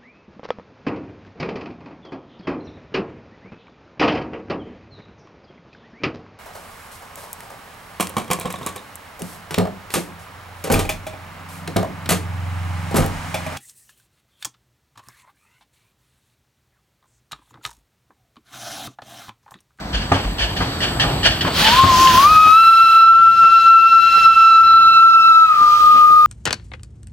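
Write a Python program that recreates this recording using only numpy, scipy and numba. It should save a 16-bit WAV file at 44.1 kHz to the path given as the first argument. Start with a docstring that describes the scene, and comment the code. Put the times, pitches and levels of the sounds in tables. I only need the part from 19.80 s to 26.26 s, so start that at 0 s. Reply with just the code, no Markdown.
"""A small steam engine rolls past on rumbling wheels: shaped noise, with ringing thumps at the rail joints.
Exhaust chuffs and hissing leaks are noise in narrow bands; knocking rods set the frame ringing.
Its whistle valve opens with a rush of noisy steam; the near-sine tone climbs in steps, holds and sags.
The yard echoes the tone through delay lines, and a gain control pulls everything down while it screams."""
import sys
import numpy as np
from scipy import signal
from scipy.fft import rfft, irfft, next_fast_len
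from scipy.io import wavfile
from scipy.ndimage import uniform_filter1d, map_coordinates
from numba import njit

SR = 44100
rng = np.random.default_rng(int(sys.argv[2]) if len(sys.argv) > 2 else 0)


def wrap_up_sound(samples):
    """Save the sound to the file named by the first command line argument, as 16-bit audio."""
    columns = np.atleast_2d(samples).T
    # keep every value between -1 and 1, then stretch to whole-number steps
    tamed = np.clip(columns, -1, 1)
    steps = np.round(tamed * 32767).astype(np.int16)
    wavfile.write(sys.argv[1], SR, steps)


N = 284886
T = np.arange(N) / SR  # time of every sample, s

# In the tables t60 is the time to fade by 60 dB; levels are those before the gain control.


def undb(db):
    """Turn decibels into a plain gain."""
    return 10 ** (np.asarray(db) / 20)


def level(x, db):
    """Scale a sound to an rms level in dB."""
    return x * undb(db) / np.sqrt(np.mean(x ** 2))


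def curves(table):
    """Join the points of a table by straight lines: one curve for each column after the time."""
    s, *columns = np.transpose(table)
    return [np.interp(T, s, c) for c in columns]


def band(x, hz, width):
    """Keep a narrow band, as a resonance does; filtered twice, gain 1 at the centre."""
    b, a = signal.iirpeak(hz, hz / width, SR)
    once = signal.lfilter(b, a, x)
    return signal.lfilter(b, a, once)


def walk(rate):
    """Wander at random: a new value rate times a second, smoothed twice; spread near 1."""
    hold = int(SR / rate)
    steps = np.repeat(rng.standard_normal(N // hold + 1), hold)
    smooth = uniform_filter1d(uniform_filter1d(steps, hold), hold)
    return 1.27 * smooth[:N]


ALIKE_BELOW_HZ = 540
PORTS_UNLIKE, BASS_UNLIKE = 0.48, 0.037  # share of left-right difference in treble, bass


def noise():
    """Stereo white noise, nearly alike left and right in the bass, partly unlike above."""
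    mid, side = rng.standard_normal((2, N))
    high_pass = signal.butter(2, ALIKE_BELOW_HZ, "high", fs=SR)
    side = PORTS_UNLIKE * signal.lfilter(*high_pass, side) + BASS_UNLIKE * side
    return np.array([mid + side, mid - side])


def coloured(x, spectrum, flicker_db, surge_db):
    """Shape noise by (f/Hz, level/dB) points; half-octave slices surge together and flicker alone."""
    hz, db = np.transpose(spectrum)
    size = next_fast_len(N)
    octave = np.log2(np.maximum(np.fft.rfftfreq(size, 1 / SR), 1))
    shaped = rfft(x, size) * undb(np.interp(octave, np.log2(hz), db))
    out = 0
    for centre in np.arange(np.floor(np.log2(hz[0])), 14.6, 0.5):
        slice_gain = np.clip(1 - 2 * abs(octave - centre), 0, 1)  # triangles that overlap
        part = irfft(shaped * slice_gain, size)[:, :N]
        out = out + part * undb(flicker_db * walk(9))
    return level(out * undb(surge_db * walk(5.64)), 0)


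def swell(s, rise, t60):
    """Loudness curve that rises smoothly from time s, then dies away."""
    age = np.maximum(T - s, 0)
    fall = np.exp(-np.log(1000) * np.maximum(age - rise, 0) / t60)
    return np.minimum(age / rise, 1) ** 2 * fall


def strike(blows, modes, push_s):
    """Blows (t/s, level/dB) ring fading sines (f/Hz, level/dB, t60/s); pitch and level vary each time."""
    out = np.zeros(N)
    chance = rng.standard_normal((len(blows), len(modes), 2))
    age = T[T < 0.5]
    for (s, peak_db), draws in zip(blows, chance):
        ring = 0
        for (hz, db, t60), (louder, sharper) in zip(modes, draws):
            sine = np.sin(2 * np.pi * hz * (1 + 0.049 * sharper) * age)
            ring = ring + undb(db + 1.5 * louder) * sine * 1000.0 ** (-age / t60)
        part = out[int(s * SR):][:len(age)]
        blow = undb(peak_db) * np.minimum(age / push_s, 1) * ring
        part += blow[:len(part)]
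    return out


# colour of the rolling noise: f/Hz, level/dB per Hz
ROLL_COLOUR = [(25, -2), (55, -0.5), (140, -5), (300, -8.5), (500, -17), (720, -13), (1300, -18),
               (2600, -25.5), (3900, -25), (6500, -36.5), (9500, -52.5), (16000, -54)]
# part below 70 Hz, from the carriages: t/s, level/dB against the plain roll
DEEP_RUMBLE = [(0, -7), (1.5, -20), (2.2, -14), (3.0, -3.5), (5.5, 1.5), (6.46, -10)]
# wheels dropping over rail joints: t/s, level/dB
RAIL_JOINTS = [(.13, -13), (.44, -15), (.60, -18), (.77, -20), (1.24, -18), (1.45, -24), (1.92, -29)]
# ground ringing under the wheels: f/Hz, level/dB, t60/s
GROUND_MODES = [(49, 8, 0.25), (64, -13, 0.19)]
# hissing glands: f/Hz, width of each filter pass/Hz, level/dB when abreast
GLAND_LEAKS = [(4520, 170, -36.5), (7870, 590, -40.5), (12000, 1300, -45.5), (14500, 1500, -45)]
ROLL_DB = -22.5  # before the deep part is reshaped
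LEAK_RISE_DB_PER_S, ABREAST_S = 7, 1.64  # the glands come nearer until the engine is abreast


def train():
    """Wheels and carriages rumble and thump over joints; loose glands hiss in narrow bands."""
    roll = level(coloured(noise(), ROLL_COLOUR, 2.0, 2.7), ROLL_DB)
    deep = signal.sosfilt(signal.butter(2, 70, fs=SR, output="sos"), roll)
    deep_gain = undb(curves(DEEP_RUMBLE)[0])
    rumble = roll + deep * (deep_gain - 1) + strike(RAIL_JOINTS, GROUND_MODES, 0.034)
    gas = noise()
    near = undb(LEAK_RISE_DB_PER_S * np.minimum(T - ABREAST_S, 0))
    hiss = 0
    for hz, width, db in GLAND_LEAKS:
        hiss = hiss + level(band(gas, hz, width), db) * undb(2.7 * walk(3.7))
    return rumble + near * hiss


# exhaust chuffs: t/s, puff level/dB, valve snap level/dB
CHUFF_TIMES = [(0.128, -20, -30), (.335, -24, -38), (0.582, -17, -26), (0.762, -23.5, -38),
               (1.003, -19, -20), (1.197, -20, -14), (1.43, -11.5, -18), (1.608, -24.5, -14),
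               (1.844, -13.5, -11), (2.05, -43, -40), (2.271, -14.5, -10)]
# strong and weak puffs, taken in turn: rise/s, fall t60/s
PUFF_SHAPES = [(0.032, 0.42), (0.013, 0.65)]
# chimney resonances: f/Hz, width of each filter pass/Hz, level/dB against each other
CHIMNEY = [(1810, 730, 5), (2926, 980, 8.5), (4220, 750, 3), (2374, 870, 4.5), (680, 460, -1.5)]
# slide valve chest resonances: f/Hz, width of each filter pass/Hz, level/dB against each other
VALVE_CHEST = [(2980, 480, 0.5), (1890, 270, -2.5), (4350, 1200, -5)]


def resonate(air, modes):
    """Sum the bands that a hollow space brings out of noise, at rms 0 dB."""
    return level(sum(level(band(air, hz, width), db) for hz, width, db in modes), 0)


def chuffs():
    """The valve snaps open, then a gritty puff of exhaust steam swells in the chimney."""
    air = noise() * undb(1.8 * walk(70))
    gas, snap = resonate(air, CHIMNEY), resonate(air, VALVE_CHEST)
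    puffs = snaps = 0
    for (s, puff_db, snap_db), (rise, t60) in zip(CHUFF_TIMES, PUFF_SHAPES * len(CHUFF_TIMES)):
        # the power 0.4 rounds the rise and gives back the listed fall time
        puffs = puffs + undb(puff_db) * swell(s, rise, t60 * 0.4) ** 0.4
        snaps = snaps + undb(snap_db) * swell(s, 0.0017, 0.058)
    return gas * puffs + snap * snaps


# rod knocks: t/s, level/dB, bass against it level/dB
ROD_KNOCKS = [(0.316, -17, 2.5), (0.803, -22.5, 1), (1.238, -22, -14), (1.647, -22, -2), (2.036, -16, 5),
              (2.659, -16.5, 0.5), (3.63, -19, -7), (4.001, -20.5, -7), (4.36, -25, -3), (4.719, -24, -9),
              (5.806, -19.5, -17), (6.144, -19, -16), (6.299, -16, -8)]
# ringing engine frame: f/Hz, level/dB, t60/s
FRAME_MODES = [(365, -0.5, 0.13), (512, -17, 0.067), (750, 13, 0.016), (830, -1, 0.034), (1097, -5, 0.36),
               (1274, 4.5, 0.087), (1650, 2, 0.054), (1960, -14, 0.018), (265, 3, 0.21), (172, 7, 0.11)]
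# thump through the track: f/Hz, level/dB, t60/s
THUD_MODES = [(95, 2, 0.3), (125, -3, 0.2)]
FULL_BLOW_DB, RING_SLOPE = -11, 0.27  # softer blows ring less: extra dB lost per dB under a full blow


def knocks():
    """Rods slam in their bearings: the blow rings the frame, thumps through the track and rattles."""
    ring_blows = [(s, db + RING_SLOPE * (db - FULL_BLOW_DB)) for s, db, _ in ROD_KNOCKS]
    frame = strike(ring_blows, FRAME_MODES, 0.0025)
    thud = strike([(s, db + bass_db) for s, db, bass_db in ROD_KNOCKS], THUD_MODES, 0.00053)
    loose = level(band(noise(), 750, 1400) * undb(3.5 * walk(90)), 2.4)
    rattle = loose * sum(undb(db) * swell(s, 0.0041, 0.38) for s, db, _ in ROD_KNOCKS)
    return undb(0.5) * frame + thud + rattle


# steam at the whistle lip: t/s, level/dB of body and top, top octave against body level/dB
# (9.1 dB is then added to the body and 0.1 dB to the top)
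LIP_JET = [(1.7, -16.5, 1), (1.86, -25, -1), (2.07, -29, -4.5), (2.17, -26, -2.5), (2.42, -20.5, -0.5),
           (2.52, -23, -1), (2.7, -21.5, 1.5), (2.87, -22.5, 7), (3.16, -21, 4.5), (3.3, -25, -1),
           (4.2, -25, -2), (4.38, -23.5, -1.5), (4.7, -26, 2), (4.97, -25, -2.5), (5.5, -25.5, 0),
           (6.03, -25.5, 0), (6.46, -22, 3)]
# colour of the rushing steam: f/Hz, level/dB per Hz
STEAM_COLOUR = [(820, -9), (1400, -2), (1820, -5), (2230, -7.5), (3200, -1), (3620, -4.5), (4330, -4.5),
                (6910, -14), (8390, -29), (9000, -36.5), (11700, -49), (19800, -120)]


def jet():
    """Steam rushes over the lip: a broad hiss and a thin top octave, both noise."""
    body_db, top_db = curves(LIP_JET)
    body = level(coloured(noise(), STEAM_COLOUR, 2.0, 0.6), 9.1)
    high_pass = signal.butter(4, 8000, "high", fs=SR, output="sos")
    top = level(signal.sosfilt(high_pass, noise()), 0.1)
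    opening = swell(LIP_JET[0][0], 0.11, 1e3)  # opens, then practically stays
    return (body + top * undb(top_db)) * undb(body_db) * opening


# the blown whistle: t/s, f/Hz, tone level/dB
WHISTLE_BLOW = [(1.82, 824, -26), (1.88, 883, -22.5), (1.94, 985, -11), (1.99, 1052, -6.5),
                (2.08, 1079, -13), (2.15, 1012, -11.5), (2.23, 1056, -7.5), (2.36, 1013, -5),
                (2.5, 1258, 3), (2.68, 1266, 9), (2.81, 1334, 12.5), (3.74, 1344, 14.5), (4.4, 1343, 13.5),
                (4.6, 1334, 10), (5.0, 1337, 12.5), (5.46, 1330, 15.5), (5.63, 1312, 15), (5.79, 1203, 7.5),
                (6.03, 1226, 9), (6.46, 1231, 13)]
# overtones against the tone, before their flutter: t/s, second level/dB, third level/dB
WHISTLE_OVERTONES = [(2.4, -22, -42), (2.8, -16.5, -21), (3.1, -15.5, -19.5), (3.4, -25.5, -31.5),
                     (3.65, -17, -28), (4.4, -16, -23), (4.75, -14, -21.5), (4.95, -21, -22.5),
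                     (5.15, -15.5, -18.5), (5.27, -24, -25), (5.4, -16.5, -20), (5.65, -26, -25),
                     (5.8, -32, -47), (6.46, -29, -31)]
# higher overtones: multiple of the pitch, level/dB against the third
HIGHER_OVERTONES = [(4, -11), (5, -20)]
BREATHY_BELOW_DB, BREATHY_DB = 5, 1.5  # a weak tone shakes more, by up to this much


def whistle():
    """The bell sings a near sine; turbulence shakes pitch and level, overtones flicker alone."""
    hz, tone_db = curves(WHISTLE_BLOW)
    second_db, third_db = curves(WHISTLE_OVERTONES)
    shaken_hz = hz + 3.0 * walk(40) + 5.0 * walk(300)
    phase = 2 * np.pi * np.cumsum(shaken_hz) / SR
    orders = [(2, second_db), (3, third_db)] + [(k, third_db + db) for k, db in HIGHER_OVERTONES]
    upper = 0
    for k, db in orders:
        # quick dropouts, deeper for the third overtone and up than for the second
        flutter_db = -1.5 * min(k, 3) * walk(60) ** 2
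        upper = upper + undb(db + flutter_db + 1.5 * walk(9)) * np.sin(k * phase)
    overblown = swell(WHISTLE_OVERTONES[0][0], 0.054, 1e3)  # overtones start once the tone jumps up
    breathy_db = BREATHY_DB * np.clip((BREATHY_BELOW_DB - tone_db) / 10, 0, 1)
    shake = undb((0.79 + breathy_db) * walk(100) + 1.0 * walk(25))
    tone = np.sin(phase) * shake * swell(WHISTLE_BLOW[0][0], 0.01, 780.0)
    return np.sqrt(2) * undb(tone_db) * np.array([tone, overblown * upper])


YARD_T60_S, YARD_DAMP, YARD_DB = 1.72, 0.1, -20  # fade time before damping; treble damping; echo gain


@njit
def walls(x, lags, gain, damp):
    """Echoes between walls: eight delay lines feed each other, duller on every round."""
    line, soft, out = np.zeros((8, 16384)), np.zeros(8), np.zeros((2, len(x)))
    for i in range(len(x)):
        total = 0.
        for k in range(8):
            echo = gain[k] * line[k, (i - lags[k]) & 16383]
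            soft[k] += (1 - damp) * (echo - soft[k])
            total += soft[k]
            out[k % 2, i] += soft[k]  # odd and even lines go to opposite sides
        for k in range(8):
            line[k, i & 16383] = x[i] + soft[k] - total / 4
    return out


def yard(x):
    """The yard answers with a fading echo from eight random distances."""
    lags = rng.integers(2000, 12000, 8)  # samples
    loss_db = -60 * lags / SR / YARD_T60_S
    return undb(YARD_DB) * walls(x, lags, undb(loss_db), YARD_DAMP)


# short, uneven level changes of the tone, mostly dips:
# t/s, left level/dB, right level/dB, time to shrink to 1/e of that many dB/s
TONE_DIPS = [(1.959, -14, -14, 0.0068), (2.059, -1, -7, 0.021), (2.33, -15, 0, 0.0067),
             (2.425, -4, -6, 0.019), (2.547, -8, -8, 0.01), (2.711, 3, -24, 0.0078), (2.828, -8, -8, 0.013),
             (3.198, -3, -4.5, .02), (3.415, -0.5, -5, .017), (3.56, -8, -7.5, 0.044),
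             (3.69, -9, -0.5, 0.012), (3.71, -6.5, -15.5, .012), (3.80, -5.5, -6, .02),
             (3.839, -6, -6, 0.025), (4.01, -2, -15, 0.012), (4.10, -19.5, -11.5, 0.015),
             (4.217, -7, -12, 0.015), (4.309, -5, -11.5, 0.059), (4.40, -18.5, -2, 0.029),
             (4.44, -7, -17, 0.0074), (4.55, -14, -14.5, 0.0092), (5.135, -7, -4.5, 0.029),
             (5.329, -7.5, -1, 0.012), (5.467, -9, -5, 0.051), (5.678, -15.5, -12, 0.0084),
             (5.708, -4, -2, 0.0091), (5.732, -8, -15, 0.0045), (5.753, -12.5, -12, 0.013),
             (5.985, -15.5, -10.5, 0.043)]


def dips():
    """Gain of the tone on each side: pointed notches, added up in dB."""
    total_db = 0
    for s, left_db, right_db, width in TONE_DIPS:
        total_db = total_db + np.outer([left_db, right_db], np.exp(-abs(T - s) / width))
    return undb(total_db)


# the microphone turns after the engine:
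# t/s, lead of the left port/ms, whistle left minus right level/dB
MIC_TURN = [(0, .12, 0), (1.5, .096, 2), (1.75, 0.038, 3.5), (2.4, 0.0021, 2), (3.2, 0.046, -0.5),
            (4.0, 0.0092, 0.5), (4.7, .029, -0.5), (5.2, .11, 3), (6.46, .16, 3)]


def ports(x):
    """Sound from the side reaches one microphone port a moment before the other."""
    lead = curves(MIC_TURN)[0] * SR / 1000  # samples
    late = map_coordinates(x[1], [np.arange(N) - lead], order=3, mode="nearest")
    return np.array([x[0], late])


def scene():
    """Engine and whistle close by, with the yard's echo of the whistle."""
    tone, upper = whistle()
    pan_db = curves(MIC_TURN)[1]
    pan = undb(np.array([pan_db, -pan_db]) / 2)
    near = (tone * dips() + upper) * pan
    return near + yard(tone + upper) + jet() + chuffs() + knocks() + train()


@njit
def follow(x, attack, release):
    """Track loudness: rise fast and sink slowly."""
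    e, out = 0., np.empty(len(x))
    for i in range(len(x)):
        e += (x[i] - e) * (attack if x[i] > e else release)
        out[i] = e
    return out


MIC_LOW_HZ, TOP_HZ = 39.6, 15900
GAIN_TOP_DB, GAIN_RATIO = -9, 11.5  # above this level, 11.5 dB more in gives 1 dB more out
ATTACK_S, RELEASE_S = 0.011, 0.089


def record(dry):
    """The microphone drops deep bass, gain control holds loud sound near one level, the top is cut."""
    high_pass = signal.butter(3, MIC_LOW_HZ, "high", fs=SR, output="sos")
    heard = signal.sosfilt(high_pass, ports(dry))
    power = uniform_filter1d(np.mean(heard ** 2, 0), size=256)
    envelope = follow(np.sqrt(np.abs(power)), 1 / (ATTACK_S * SR), 1 / (RELEASE_S * SR))
    gain = np.minimum(undb(GAIN_TOP_DB) / (envelope + 1e-9), 1) ** (1 - 1 / GAIN_RATIO)
    held = np.clip(heard * gain, -1, 1)
    return signal.sosfilt(signal.ellip(8, 0.2, 70, TOP_HZ, fs=SR, output="sos"), held)


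dry = scene()
out = record(dry)
wrap_up_sound(out)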